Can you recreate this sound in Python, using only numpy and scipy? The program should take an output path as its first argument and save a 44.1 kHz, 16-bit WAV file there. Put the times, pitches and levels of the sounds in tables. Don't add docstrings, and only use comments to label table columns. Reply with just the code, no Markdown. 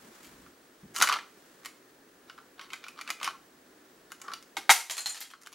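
import sys
import numpy as np
from scipy import signal
from scipy.fft import rfft, irfft, next_fast_len
from scipy.io import wavfile
from scipy.ndimage import uniform_filter1d

SR = 44100
rng = np.random.default_rng(int(sys.argv[2]) if len(sys.argv) > 2 else 0)


def dump_mix(stems):
    frames = np.atleast_2d(stems).T
    limited = np.clip(frames, -1, 1)
    pcm = np.round(limited * 32767).astype(np.int16)
    wavfile.write(sys.argv[1], SR, pcm)


N = 244597
TIME = np.arange(N) / SR


def gain_of(db):
    return 10 ** (np.asarray(db) / 20)


def unit_power(x):
    return x / np.sqrt(np.mean(x ** 2) + 1e-20)


def value_at(points, hz):
    row_hz, value = np.transpose(points)
    return np.interp(np.log(hz + 1), np.log(row_hz + 1), value)


def fader(curve):
    return gain_of(np.interp(TIME, *np.transpose(curve)))


def coloured(x, spectrum):
    size = next_fast_len(N + 4096)
    gains = gain_of(value_at(spectrum, np.fft.rfftfreq(size, 1 / SR)))
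    return irfft(rfft(x, size) * gains, size)[..., :N]


def noise(spectrum):
    return unit_power(coloured(rng.standard_normal((2, N)), spectrum))


def flicker(size, depth_db, smooth_samples):
    wander = uniform_filter1d(rng.standard_normal(size), size=smooth_samples)
    return gain_of(depth_db * unit_power(wander))


def add(mix, start, sound):
    part = mix[:, max(round(start * SR), 0):][:, :sound.shape[1]]
    part += sound[:, :part.shape[1]]


# frequency in Hz, relative level in dB.
FAN_TONE = [(15, -27), (25, -18), (27, -53.5), (49, -15.5), (87, -22.5), (157, -11.5), (212, -9.5),
            (256, -4), (363, -3.5), (962, -18.5), (1790, -14.5), (2160, -22), (7510, -28.5), (14000, -32.5),
            (16000, -36)]
def fan_and_whine(fan_db=-60.5, whine_hz=15735):
    whine = gain_of(-72) * np.sin(2 * np.pi * whine_hz * TIME)
    return gain_of(fan_db) * noise(FAN_TONE) + whine * np.array([[1], [.5]])


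# time in seconds, level in dB.
SLEEVE_LEVEL = [(0, -60), (.2, -58.5), (.47, -62), (.57, -67.5), (1.5, -63.5), (2, -69), (3.6, -67),
                (5.55, -69)]
# frequency in Hz, relative level in dB.
CLOTH_TONE = [(290, -37), (500, -11), (990, -3.5), (1630, -5), (2800, -10.5), (3670, -11), (7360, -12.5),
              (15000, -20)]
def sleeves():
    return fader(SLEEVE_LEVEL) * flicker(N, depth_db=1.4, smooth_samples=300) * noise(CLOTH_TONE)


# start in seconds, level in dB, length in seconds, centre frequency in Hz.
HAND_BUMPS = [(0, -57.5, 0.15, 302), (0.151, -61.5, 0.43, 212), (.25, -69.5, 0.28, 62),
              (0.824, -51.5, 0.056, 156), (0.853, -58, 0.11, 202), (0.984, -52, 0.027, 256),
              (4.563, -52, 0.044, 324), (4.692, -27.5, 0.027, 500)]
def bumps():
    out = np.zeros((2, N))
    for start, db, length, hz in HAND_BUMPS:
        size = round(length * SR)
        tone = [(hz / 10, -36), (hz / 4, -20), (hz / 1.3, 0), (hz * 1.3, 0),
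                (hz * 3, -20), (hz * 20, -70)]
        thud = unit_power(noise(tone)[:, :size])
        add(out, start, gain_of(db) * thud * signal.windows.tukey(size, .5))
    return out


def ring(modes, t, t60, spread_db, detune):
    hz, db = np.transpose(modes)[:, :, None]
    strength, shift = rng.standard_normal((2, len(modes), 1))
    phase = 2 * np.pi * rng.random((2, len(modes), 1))
    waves = gain_of(db + spread_db * strength) * np.sin(2 * np.pi * hz * (1 + detune * shift) * t + phase)
    return waves.sum(1) * gain_of(-60 * t / t60) / np.linalg.norm(gain_of(db))


CONTACT_BANDS = [(620, 1700), (1700, 5000), (5000, 16000)]
def balance(x, db, thud_db, treble_db, size):
    out = 0
    for band, relative_db in zip(CONTACT_BANDS, (thud_db, 0, treble_db)):
        part = signal.sosfilt(signal.butter(3, band, "bandpass", fs=SR, output="sos"), x)
        strength = np.sqrt(np.mean(part[:, :size] ** 2, 1, keepdims=True))
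        out = out + gain_of(db + relative_db) * part / strength
    return out


def slide(modes, length, levels, slips_per_s=600, spread_db=4):
    size, t = max(round(length * SR), 256), np.arange(SR // 20) / SR
    slips = (rng.random(SR) < slips_per_s / SR) * gain_of(spread_db * rng.standard_normal(SR))
    slips = slips[:size] * signal.windows.tukey(size, .5) + 1e-6
    tick = gain_of(-60 * t / 0.0052) * rng.standard_normal((2, len(t)))
    body = ring(modes, t, t60=.03, spread_db=2, detune=.025)
    scrape = signal.fftconvolve(slips[None], tick + gain_of(-10) * body)
    return balance(scrape, *levels, size=size)


# frequency in Hz, relative level in dB.
BODY_MODES = [(720, -32), (940, -12.5), (1085, 4), (1200, 3.5), (1340, 5), (1470, 1), (2120, -1),
              (2400, -2), (3020, 1.5), (3860, -9), (4450, -9), (5770, -3), (6770, 0.5), (9500, -4)]
# start and end in seconds, level in dB, relative thud and treble in dB.
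BRICK_SCRAPES = [(0.223, 0.288, -59.5, -12, 2.5), (0.94, 1.013, -46, 3, 5.5), (1.008, 1.066, -39.5, 5, 4.5),
                 (1.079, 1.183, -43, 6.5, -22), (2.597, 2.678, -60.5, 1.5, -8),
                 (2.955, 3.009, -57.5, 3, -14), (3.082, 3.12, -50, 0, -8), (3.228, 3.32, -48.5, 4, -9.5),
                 (3.241, 3.275, -40, -4, -9), (4.225, 4.347, -62.5, 14.5, -6), (5.408, 5.446, -58, -3, 5),
                 (5.516, 5.555, -53, -3, 1.5)]
def scrapes():
    out = np.zeros((2, N))
    for start, end, *levels in BRICK_SCRAPES:
        add(out, start, slide(BODY_MODES, end - start, levels))
    return out


def strike(modes, levels, crack_t60, chatter_db, chatter_t60, ring_db, ring_t60,
           spread_db, detune, grain_db):
    t = np.arange(SR // 4) / SR
    grain = unit_power(flicker(len(t), grain_db, smooth_samples=50))
    crack = gain_of(-60 * t / crack_t60)
    chatter = grain * gain_of(chatter_db - 60 * t / chatter_t60)
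    burst = (crack + chatter) * rng.standard_normal((2, len(t)))
    ringing = gain_of(ring_db) * ring(modes, t, ring_t60, spread_db, detune)
    return balance(burst + ringing, *levels, size=220)


def body_and_part(part_hz, part_db=3, spacing=0.0896):
    return [*BODY_MODES, *[(part_hz * (1 + k * spacing), part_db) for k in (-1, 0, 1)]]


def brick_hit(db, thud_db, treble_db, part_hz):
    return strike(body_and_part(part_hz), (db, thud_db, treble_db), crack_t60=0.013, chatter_db=-16.5,
                  chatter_t60=0.16, ring_db=-1, ring_t60=.034, spread_db=2, detune=.02, grain_db=3)


# start in seconds, relative level in dB, pitch of the part in Hz.
INNER_KNOCKS = [(0.463, -61.5, 1190), (1.026, -27, 1393), (1.096, -29, 1088), (1.117, -34, 1200),
                (1.157, -42.5, 1110), (1.168, -41, 1246), (2.378, -56, 1400), (2.386, -55, 1386),
                (2.865, -52, 1294), (2.989, -47.5, 1147), (3.213, -45, 1310), (3.276, -34, 1102),
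                (4.282, -45.5, 1340), (4.317, -46.5, 1430), (5.313, -59, 1450), (5.336, -46, 1450)]
def knocks(blows=4, gap_s=0.012, loss_db=12.5):
    out = np.zeros((2, N))
    for start, db, part_hz in INNER_KNOCKS:
        for k in range(blows):
            add(out, start, brick_hit(db - k * loss_db, thud_db=9, treble_db=-10.5, part_hz=part_hz))
            start += gap_s * rng.uniform(.7, 1.3)
    return gain_of(-0.8) * out


# pitch in Hz, relative thud in dB.
THUD_BY_PITCH = [(1100, 3), (1450, 1.5), (2150, -4.5), (7000, -4)]
# start in seconds, relative level and treble in dB, pitch in Hz.
EDGE_SNAPS = [(0.955, -49, 7, 5870), (0.962, -34, 0.5, 4420), (1.002, -34.5, -1, 4900),
              (1.013, -24, -11, 1250), (1.023, -20.5, 2, 6560), (1.036, -29, -3, 1210),
              (1.073, -27, -7.5, 2020), (1.088, -28.5, -5, 1410), (1.125, -28, -8, 2940),
              (1.139, -30.5, -11, 1900), (1.187, -40.5, -17, 1850), (1.649, -47, -1, 7400),
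              (1.658, -40, 0.5, 2030), (2.297, -47, -15, 1415), (2.594, -44.5, -16, 1440),
              (2.612, -46, -10, 2060), (2.703, -47.5, -12, 2430), (2.733, -36.5, -7, 2290),
              (2.76, -53, -11, 2110), (2.84, -43.5, -13, 2220), (2.883, -43, -4, 2390),
              (3.012, -39, -5, 2168), (3.076, -40.5, -11, 2380), (3.103, -30, -3, 2246),
              (3.2, -47, -12, 2440), (3.23, -33.5, -4, 2960), (3.244, -34.5, 0.5, 2400),
              (4.119, -44.5, 0.5, 1434), (4.216, -48.5, 4.5, 7370), (4.336, -37, -5, 4370),
              (4.426, -56.5, 2.5, 5800), (5.462, -46, -1.5, 2730), (5.471, -42, -2, 1460)]
def creeps(length_s=.02, thud_db=4.5):
    out = np.zeros((2, N))
    for snap_s, db, treble_db, part_hz in EDGE_SNAPS:
        levels = db - 19.5, thud_db, treble_db - 2.5
        add(out, snap_s - length_s, slide(body_and_part(part_hz), length_s, levels))
    return out


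def snaps(recatch_s=.005, recatch_db=-9):
    out = np.zeros((2, N))
    for start, db, treble_db, part_hz in EDGE_SNAPS:
        thud_db = value_at(THUD_BY_PITCH, part_hz)
        add(out, start, brick_hit(db, thud_db, treble_db, part_hz))
        again = start + recatch_s * rng.uniform(.7, 1.3)
        add(out, again, brick_hit(db + recatch_db, thud_db, treble_db, part_hz))
    return gain_of(0.75) * out


# frequency in Hz, relative level in dB.
FRAME_MODES = [(798, 7.5), (932, 2), (1236, 1.5), (1310, 1), (1433, 1), (1607, -4), (1965, 0.5), (2159, 6),
               (2314, -6.5), (2900, -8), (3219, -3), (3830, 2), (5259, -34), (6060, -4.5), (7122, -6.5),
               (9010, -5.5)]
# start in seconds, relative level, thud, treble in dB.
SLAM_BLOWS = [(4.568, -30, 2, -6.5), (4.6935, -12, 6.5, -9), (4.7, -5.5, -2.5, -5.5),
              (4.704, -3, -0.5, -2.5), (4.709, -6, -1, 1.5), (4.714, -10, 4, -1), (4.7205, -32, -9, 14)]
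def slam():
    out = np.zeros((2, N))
    for start, *levels in SLAM_BLOWS:
        blow = strike(FRAME_MODES, levels, crack_t60=0.08, chatter_db=-4.5, chatter_t60=0.3,
                      ring_db=13.5, ring_t60=.036, spread_db=1, detune=.005, grain_db=3)
        add(out, start, blow)
    return gain_of(-1.5) * out


def landing(db, treble_db, thud_db=-6):
    return strike(FRAME_MODES, (db, thud_db, treble_db), crack_t60=0.041, chatter_db=-8,
                  chatter_t60=0.087, ring_db=-24, ring_t60=.04, spread_db=3, detune=.03, grain_db=4)


# frequency in Hz, relative level in dB.
PIECE_MODES = [(3110, -10), (3290, -8), (4161, -0.5), (4280, -3), (6640, 2.5), (6850, -23), (7040, 3),
               (7600, -0.5), (8979, 4), (12700, -1), (13950, 7), (14230, -15), (14550, 4)]
# start in seconds, relative crack and ring in dB, Hz near which it rings most.
PIECE_BOUNCES = [(4.898, -27.5, -28.5, 3170), (4.91, -33, -26.5, 7640), (4.968, -35, -51, 10500),
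                 (4.98, -30.5, -25.5, 4160), (5.005, -42, -27, 7700), (5.059, -29.5, -21, 4230),
                 (5.094, -40, -25, 7400), (5.145, -40.5, -55, 3100), (5.166, -41.5, -61, 3080),
                 (5.205, -45, -22, 14300), (5.213, -39, -40, 3200), (5.302, -50.5, -49, 3100)]
def loose_piece(ring_t60=0.13, focus_db_per_octave=25, tip_s=0.0097):
    out, t = np.zeros((2, N)), np.arange(SR // 3) / SR
    hz, mode_db = np.transpose(PIECE_MODES)
    for start, crack_db, ring_db, centre_hz in PIECE_BOUNCES:
        treble_db = -1.5 + 3 * np.log2(centre_hz / hz[0])
        add(out, start, landing(crack_db, treble_db))
        add(out, start + tip_s, landing(crack_db - 4, treble_db + 5.5))
        octaves_away = abs(np.log2(hz / centre_hz))
        modes = np.transpose([hz, mode_db - focus_db_per_octave * octaves_away])
        t60 = ring_t60 * np.sqrt(hz[0] / centre_hz)
        add(out, start, gain_of(ring_db) * ring(modes, t, t60, spread_db=1, detune=.004))
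    return out


# frequency in Hz, seconds to fade by 60 dB.
ROOM_DECAY = [(200, 0.5), (800, 0.3), (2000, 0.31), (5000, 0.31), (9000, 0.31), (15000, 0.17)]
def room(x, build_s=0.0018, change_per_s=3, patterns=3):
    size, out = SR // 2, 0
    for k in range(patterns):
        hz, t, spectrum = signal.stft(rng.standard_normal((2, size)), SR, nperseg=256)
        decay = gain_of(-60 * t / value_at(ROOM_DECAY, hz)[:, None])
        tail = signal.istft(spectrum * decay, SR, nperseg=256)[1][:, :size]
        tail *= 1 - np.exp(-(TIME[:size] / build_s) ** 2)
        share = np.sqrt(2 / patterns) * np.cos(np.pi * (change_per_s * TIME + k / patterns))
        out = out + signal.fftconvolve(x[:1] * share, tail / np.linalg.norm(tail[0]), axes=1)[:, :N]
    return out


def stereo(x, width):
    side = coloured(x[1], width)
    return np.array([x[0] + side, x[0] - side])


# time in seconds, echo level in dB.
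ECHO_LEVEL = [(0, -9), (1.1, -11), (1.66, -9), (2.7, -7.5), (3.25, -11.5), (4.5, -8.5), (5.5, -12)]
# frequency in Hz, gain in dB.
PLASTIC_TONE = [(400, 6.5), (580, -4.5), (780, -2), (2200, 1), (6500, 0.5), (10000, -2), (12500, -5),
                (14500, -14), (16000, -18)]
# frequency in Hz, gain of the side in dB.
TOY_WIDTH = [(30, -20), (100, -17), (300, -51), (1300, -24.5), (3200, -38.5), (4500, -13.5), (6500, -10.5),
             (9000, -6.5), (14000, -4)]
# frequency in Hz, gain of the side in dB.
NOISE_WIDTH = [(40, -6), (100, -35.5), (300, -27.5), (700, -1), (2200, -6), (6500, -2.5), (13000, -0.5)]
# frequency in Hz, relative level in dB.
NUDGE_TONE = [(30, -34), (90, -19), (200, -1.5), (400, -3), (800, -7.5), (5000, -70)]
def scene():
    toy = snaps() + knocks() + scrapes() + creeps()
    shut, piece = slam(), loose_piece()
    plastic = toy + room(toy * fader(ECHO_LEVEL))
    plastic += shut + gain_of(-12) * room(shut)
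    plastic += gain_of(2) * piece + gain_of(-1.5) * room(piece)
    contact_force = np.sqrt(abs(uniform_filter1d(toy[0] ** 2, size=900)))
    handling = sleeves() + gain_of(-29) * contact_force * noise(NUDGE_TONE) + bumps()
    near = stereo(coloured(plastic, PLASTIC_TONE), TOY_WIDTH)
    return near + stereo(handling + fan_and_whine(), NOISE_WIDTH)


def record(dry, threshold_db=-11, recovery_db_per_s=9, cutoff_hz=16200):
    power = uniform_filter1d((dry ** 2).mean(0), size=130)
    power_db = 10 * np.log10(abs(power) + 1e-12)
    fall_db = TIME * recovery_db_per_s
    held_db = np.maximum.accumulate(power_db + fall_db) - fall_db
    duck_db = uniform_filter1d(np.maximum(held_db - threshold_db, 0), size=60)
    clipped = np.clip(dry / gain_of(duck_db), -1, 1)
    lowpass = signal.firwin(511, cutoff_hz, window=("kaiser", 9), fs=SR)
    return signal.oaconvolve(clipped, lowpass[None], "same")


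dry = scene()
out = record(dry)
dump_mix(out)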